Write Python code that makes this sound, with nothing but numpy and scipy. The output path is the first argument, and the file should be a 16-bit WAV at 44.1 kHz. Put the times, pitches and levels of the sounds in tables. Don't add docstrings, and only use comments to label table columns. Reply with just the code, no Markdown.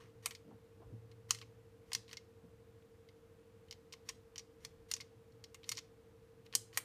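import sys
import numpy as np
from scipy import signal
from scipy.fft import rfft, irfft, next_fast_len
from scipy.io import wavfile
from scipy.ndimage import uniform_filter1d, map_coordinates

SR = 44100
rng = np.random.default_rng(int(sys.argv[2]) if len(sys.argv) > 2 else 0)


def transcribe(u):
    v = np.clip(np.atleast_2d(u).T, -1, 1)
    q = np.round(v * 32767).astype(np.int16)
    wavfile.write(sys.argv[1], SR, q)


N = 301644


def amp(db):
    return 10 ** (np.asarray(db) / 20)


def unit(x):
    return x / np.sqrt(np.mean(x ** 2) + 1e-20)


def along(points, hz):
    point_hz, values = np.transpose(points)
    return np.interp(np.log(hz + 1), np.log(point_hz + 1), values)


def filtered(x, response):
    m = next_fast_len(len(x) + 8192)
    hz = np.fft.rfftfreq(m, 1 / SR)
    return irfft(rfft(x, m) * response(hz), m)[:len(x)]


def causal(x, db):
    cepstrum = irfft(db * np.log(10) / 20)
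    half = len(cepstrum) // 2
    cepstrum[1:half] *= 2
    cepstrum[half + 1:] = 0
    return irfft(rfft(x, len(cepstrum)) * np.exp(rfft(cepstrum)))


def noise(spectrum):
    return unit(filtered(rng.standard_normal(N), lambda hz: amp(along(spectrum, hz))))


def add(track, sound, start_s):
    rest = track[max(round(start_s * SR), 0):]
    rest[:len(sound)] += sound[:len(rest)]


def reverb(x):
    # frequency in Hz, time to fall by 60 dB in seconds.
    decay_times = [(500, .35), (2500, .3), (7000, .3), (14000, 0.22)]
    hz, t, z = signal.stft(rng.standard_normal(SR // 3), SR, nperseg=256)
    fading = amp(-60 * t / along(decay_times, hz)[:, None])
    tail = signal.istft(z * fading, SR, nperseg=256)[1]
    delayed = np.pad(x, (300, 0))
    return signal.fftconvolve(delayed, tail / np.linalg.norm(tail))


def ringing(hz, least, most):
    # centre in Hz, width in Hz, lift in dB before the random share.
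    modes = [(1104, 190, 9), (1870, 120, 8), (2111, 120, 12.5), (2490, 47, 3.5), (3026, 250, 7.5),
             (4390, 200, 6.5), (4700, 200, -0.5), (5770, 210, 3), (5700, 230, 6), (6330, 86, -1),
             (6770, 450, 7.5), (7500, 200, -0.5), (8330, 180, 6), (9250, 520, 10), (12100, 360, 5.5),
             (13100, 600, 8.5)]
    detune = .015
    centre, width, lift_db = (column[:, None] for column in np.transpose(modes))
    share = rng.uniform(least, most, lift_db.shape)
    actual_hz = centre * (1 + detune * rng.standard_normal(centre.shape))
    peaks = 1 / (1 + (2 * (hz - actual_hz) / width) ** 2)
    return (lift_db * share * peaks).sum(axis=0)


def room_air():
    # frequency in Hz, relative strength per Hz in dB.
    air_colour = [(20, -38), (30, -19.5), (45, -14), (100, -2), (136, -10.5), (250, -14.5), (320, -12.5),
                  (400, -19), (540, -21.5), (1080, -24.5), (2500, -31.5), (5000, -37.5), (10500, -41.5),
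                  (13200, -42.5), (15500, -45.5)]
    return amp(-66.5) * noise(air_colour)


def rumble():
    # frequency in Hz, relative strength per Hz in dB.
    low_colour = [(20, -40.5), (40, -6.5), (75, 1), (130, -4), (300, -19), (600, -46)]
    lumps = map_coordinates(rng.standard_normal(80), [np.arange(N) * 8 / SR])
    return amp(-79.0 + 4.6 * lumps) * noise(low_colour)


def fan():
    # time in seconds, pitch in Hz.
    whine_pitch = [(0, 454.3), (1.4, 455.7), (2.4, 455.7), (5.2, 454.2), (6.84, 454)]
    # frequency in Hz, rms level in dB.
    hum_tones = [(100, -75.5), (164, -83.5), (200, -81.5), (210, -87), (277, -85), (300, -85), (303, -83),
                 (500, -74)]
    t = np.arange(N) / SR
    cycles = np.cumsum(np.interp(t, *np.transpose(whine_pitch))) / SR
    turn = cycles / 35.81 - .21
    whine = amp(-63.5) * np.sin(2 * np.pi * cycles)
    whine += amp(-71.5) * np.sin(2 * np.pi * (cycles + turn))
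    whine += amp(-77.5) * np.sin(2 * np.pi * (cycles - turn))
    hum = np.zeros(N)
    for hz, rms_db in hum_tones:
        hum += np.sqrt(2) * amp(rms_db) * np.sin(2 * np.pi * (hz * t + rng.random()))
    return whine + hum


def desk():
    # start in seconds, boom level in dB, thud level in dB, thud pitch in Hz.
    bumps = [(0.031, -64, -63.5, 152), (0.158, -59.5, -80, 200), (.445, -69, -65, 200),
             (0.476, -71, -60.5, 250), (.505, -74.5, -66.5, 730), (0.521, -67, -60.5, 211),
             (0.799, -74, -64.5, 350), (.815, -68, -66.5, 730), (.85, -67.5, -59.5, 73),
             (.9, -73, -63, 298), (.922, -49.5, -56.5, 153), (1.312, -65, -76.5, 250),
             (1.951, -60, -69, 250), (2.37, -71.5, -72, 377), (2.431, -64, -59.5, 190),
             (4.77, -71, -65.5, 61), (4.919, -64, -61.5, 75.6), (5.329, -62.5, -74.5, 150),
             (5.702, -62, -73, 198), (6.386, -62, -69, 150), (6.553, -59.5, -64, 248)]
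    # frequency in Hz, level within the boom in dB, time to fall 60 dB in s.
    boom_tones = [(112.9, -6, 3.9), (111.35, -1, .45)]
    out, t = np.zeros(N), np.arange(2 * SR) / SR
    boom = np.zeros(len(t))
    for hz, db, t60 in boom_tones:
        boom += amp(db - 60 * t / t60) * np.sin(2 * np.pi * hz * t)
    boom *= 1 - np.exp(-t / 0.0018)
    puff_t = t[:SR // 4]
    puff_shape = amp(-60 * puff_t / 0.14) * (1 - np.exp(-puff_t / 0.0053))
    for start_s, boom_db, thud_db, thud_hz in bumps:

        def thud_band(hz):
            once = 1j * hz * .8 * thud_hz / (thud_hz ** 2 - hz ** 2 + 1j * hz * 0.77 * thud_hz)
            return once ** 2

        puff = filtered(rng.standard_normal(len(puff_t)) * puff_shape, thud_band)
        add(out, amp(thud_db) * puff / np.std(puff[:SR // 30]), start_s)
        add(out, amp(boom_db) * boom, start_s)
    return out


def gritty_noise():
    # end in seconds, length in seconds, end level in dB.
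    swells = [(0.262, 0.039, -59), (1.308, 0.023, -57), (1.917, .06, -71.5), (2.132, 0.055, -62),
              (4.086, 0.035, -66), (4.649, 0.05, -67), (4.915, 0.032, -61.5), (5.687, .033, -62.5),
              (6.465, 0.017, -68), (6.548, .022, -58.5), (6.772, 0.046, -58)]
    # start in seconds, starting level in dB, brightness in dB per octave.
    rattles = [(0, -63, -3), (1.319, -65, 2.5)]
    # frequency in Hz, relative strength per Hz in dB.
    grit_colour = [(590, -35.5), (1000, -2), (1800, -3), (2970, -4.5), (5790, -7), (7770, -13.5),
                   (13200, -18.5), (15000, -24.5)]
    swell_db, swell_tilt_db = 11, 1.5
    rattle_s, fade_db = .11, 15.5
    out = np.zeros(N)
    strokes = []
    for end, length, db in swells:
        strokes.append((end - length, length, db - swell_db, db, swell_tilt_db))
    for start, db, tilt_db in rattles:
        strokes.append((start, rattle_s, db, db - fade_db, tilt_db))
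    for start, length, start_db, end_db, tilt_db in strokes:
        n = round(length * SR)
        uneven = amp(2.2 * unit(uniform_filter1d(rng.standard_normal(n), size=60)))

        def colour(hz):
            tilt = tilt_db * np.log2((hz + 50) / 3000)
            return amp(along(grit_colour, hz) + tilt + ringing(hz, .3, 1.1))

        grit = unit(uneven * filtered(rng.standard_normal(n), colour))
        soft_start = np.minimum(np.arange(n) / (.004 * SR), 1)
        add(out, soft_start * grit * amp(np.linspace(start_db, end_db, n)), start)
    return out


def contact_noise(t, chatter_db):
    crack = amp(-60 * t / .009) * (1 - np.exp(-(t / .0006) ** 2)) * rng.choice([-1, 1], len(t))
    chatter = amp(chatter_db - 60 * t / 0.034) + amp(-29.0 - 60 * t / 0.086)
    uneven = amp(2.5 * unit(uniform_filter1d(rng.standard_normal(len(t)), size=40)))
    chatter_start = 1 - np.exp(-t / 0.00082)
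    blows = crack + chatter * uneven * rng.standard_normal(len(t)) * chatter_start
    blows /= np.sqrt(np.mean(blows[:SR // 250] ** 2))
    power = np.abs(rfft(blows, 8192)) ** 2
    flatten_db = -10 * np.log10(uniform_filter1d(power, size=260) / power.mean())
    return causal(blows, flatten_db)[:len(t)]


def beads():
    # start in seconds, bead level in dB before a common 1.5 dB lift, bead pitch in Hz,
    # then, in dB against the bead, the dull knock of rods and frame and the bright edge.
    strikes = [(0.2586, -36, 4960, 5, 6), (0.3085, -51, 5300, 8, -3), (0.319, -61, 4800, 11, -11),
               (0.3497, -47, 5000, -3, -16.5), (1.1145, -62, 4300, -1, -14), (1.3059, -50, 5500, -7, -4),
               (1.3073, -23.5, 6200, -6.5, -6.5), (1.347, -47, 4870, -0.5, -6),
               (1.3867, -54.5, 5300, 1, -10), (1.4142, -51, 4600, 5, -14), (1.424, -61, 4400, 13.5, -10),
               (1.9179, -50, 5100, 11.5, -10), (1.9318, -33, 4930, -10, -4),
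               (1.9493, -28.5, 5270, -7.5, -11.5), (2.0798, -57.5, 4200, -1, -19),
               (2.092, -56, 4300, 3, -22), (2.112, -54, 4900, 2, -23), (2.1303, -46.5, 5700, 5.5, -8.5),
               (2.17, -42, 5100, -6, -17), (2.822, -71.5, 3400, 4.5, -20), (3.0874, -61, 4500, -0.5, -17.5),
               (3.6827, -67.5, 3600, 3.5, -13), (3.7099, -42, 4900, -8.5, -14),
               (3.725, -47.5, 4980, -2.5, -15.5), (3.924, -51, 5100, 1, -11.5),
               (3.9278, -48, 5100, -5, -10), (3.9358, -50.5, 5000, 3, -12), (4.087, -56.5, 5300, 12, -7),
               (4.0895, -37.5, 5380, -4.5, -5.5), (4.096, -47.5, 5200, 4.5, -16.5),
               (4.3582, -49, 5600, 1.5, -11.5), (4.3798, -41, 5600, -8.5, -11.5),
               (4.393, -47, 5500, -4.5, -16), (4.6486, -41.5, 5500, -2, -9.5),
               (4.9136, -33.5, 4900, -4.5, -3.5), (4.9374, -31, 6130, -11, -11),
               (4.965, -48, 5400, 0, -8.5), (5.0022, -53, 3800, 7.5, -15), (5.0069, -44, 4900, -10, -12),
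               (5.013, -51, 4400, -1, -13), (5.321, -71, 5000, -5, -14), (5.44, -46.5, 4900, -6, -14),
               (5.5447, -54.5, 6300, 8, -0.5), (5.6322, -57.5, 3800, 2.5, -18),
               (5.6415, -50.5, 4320, -2.5, -22), (5.6912, -33.5, 5700, -7.5, -2),
               (5.716, -41, 5100, -1, -2), (5.719, -38, 4800, 0.5, -8), (5.7521, -52, 4900, -11, -16),
               (5.765, -55, 5000, -6, -22), (5.7712, -41, 5650, -6, -16), (5.7781, -42.5, 4900, -1, -12),
               (5.787, -42, 5600, -5, -15.5), (6.4637, -60, 4300, 4, -15.5), (6.5262, -49, 4240, -0.5, -20),
               (6.5369, -54, 4600, 13, -20), (6.5514, -23.5, 5560, -12, 0.9),
               (6.7288, -65, 4500, 11.5, -14), (6.744, -54.5, 4700, -5, -18), (6.7735, -35.5, 5570, 9, 10)]
    usual_db = -40
    out, t, hz = np.zeros(N), np.arange(SR // 10) / SR, np.fft.rfftfreq(8192, 1 / SR)
    for start_s, bead_db, pitch_hz, rods_db, edge_db in strikes:
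        force_db = bead_db - usual_db
        frame_db = -6.5 + 1.4 * rods_db + .4 * force_db
        tick_db = -9 + .7 * edge_db + .35 * rods_db
        chatter_db = -11.5 - .15 * force_db
        body = [(150, frame_db - 37), (600, 1.3 * frame_db - 10), (850, frame_db),
                (1100, frame_db + 4.5), (1400, frame_db + 0.5), (2300, rods_db + 1.5), (pitch_hz, 0),
                (9000, edge_db), (10500, edge_db - 5.5), (13500, tick_db), (20000, tick_db - 9.5)]
        body_db = along(body, hz)
        modes_db = ringing(hz, .15, 1.21)
        clack_db = 5 * np.exp(-(np.log((hz + 1) / pitch_hz) / 0.24) ** 2)
        blows = amp(bead_db + 1.5) * contact_noise(t, chatter_db)
        add(out, causal(blows, body_db + clack_db + modes_db), start_s)
        add(out, amp(-15) * reverb(causal(blows, body_db)), start_s)
    return out


def scene():
    background = room_air() + rumble() + fan()
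    return (background + desk() + gritty_noise() + beads())[None]


def record(dry):
    top_hz, shelf_hz = 16400, 15300

    def response(hz):
        shelf_db = -22 * np.clip((hz - shelf_hz) / 250 + .5, 0, 1)
        return (hz < top_hz) * amp(shelf_db)

    return filtered(dry[0], response)[None]


dry = scene()
out = record(dry)
transcribe(out)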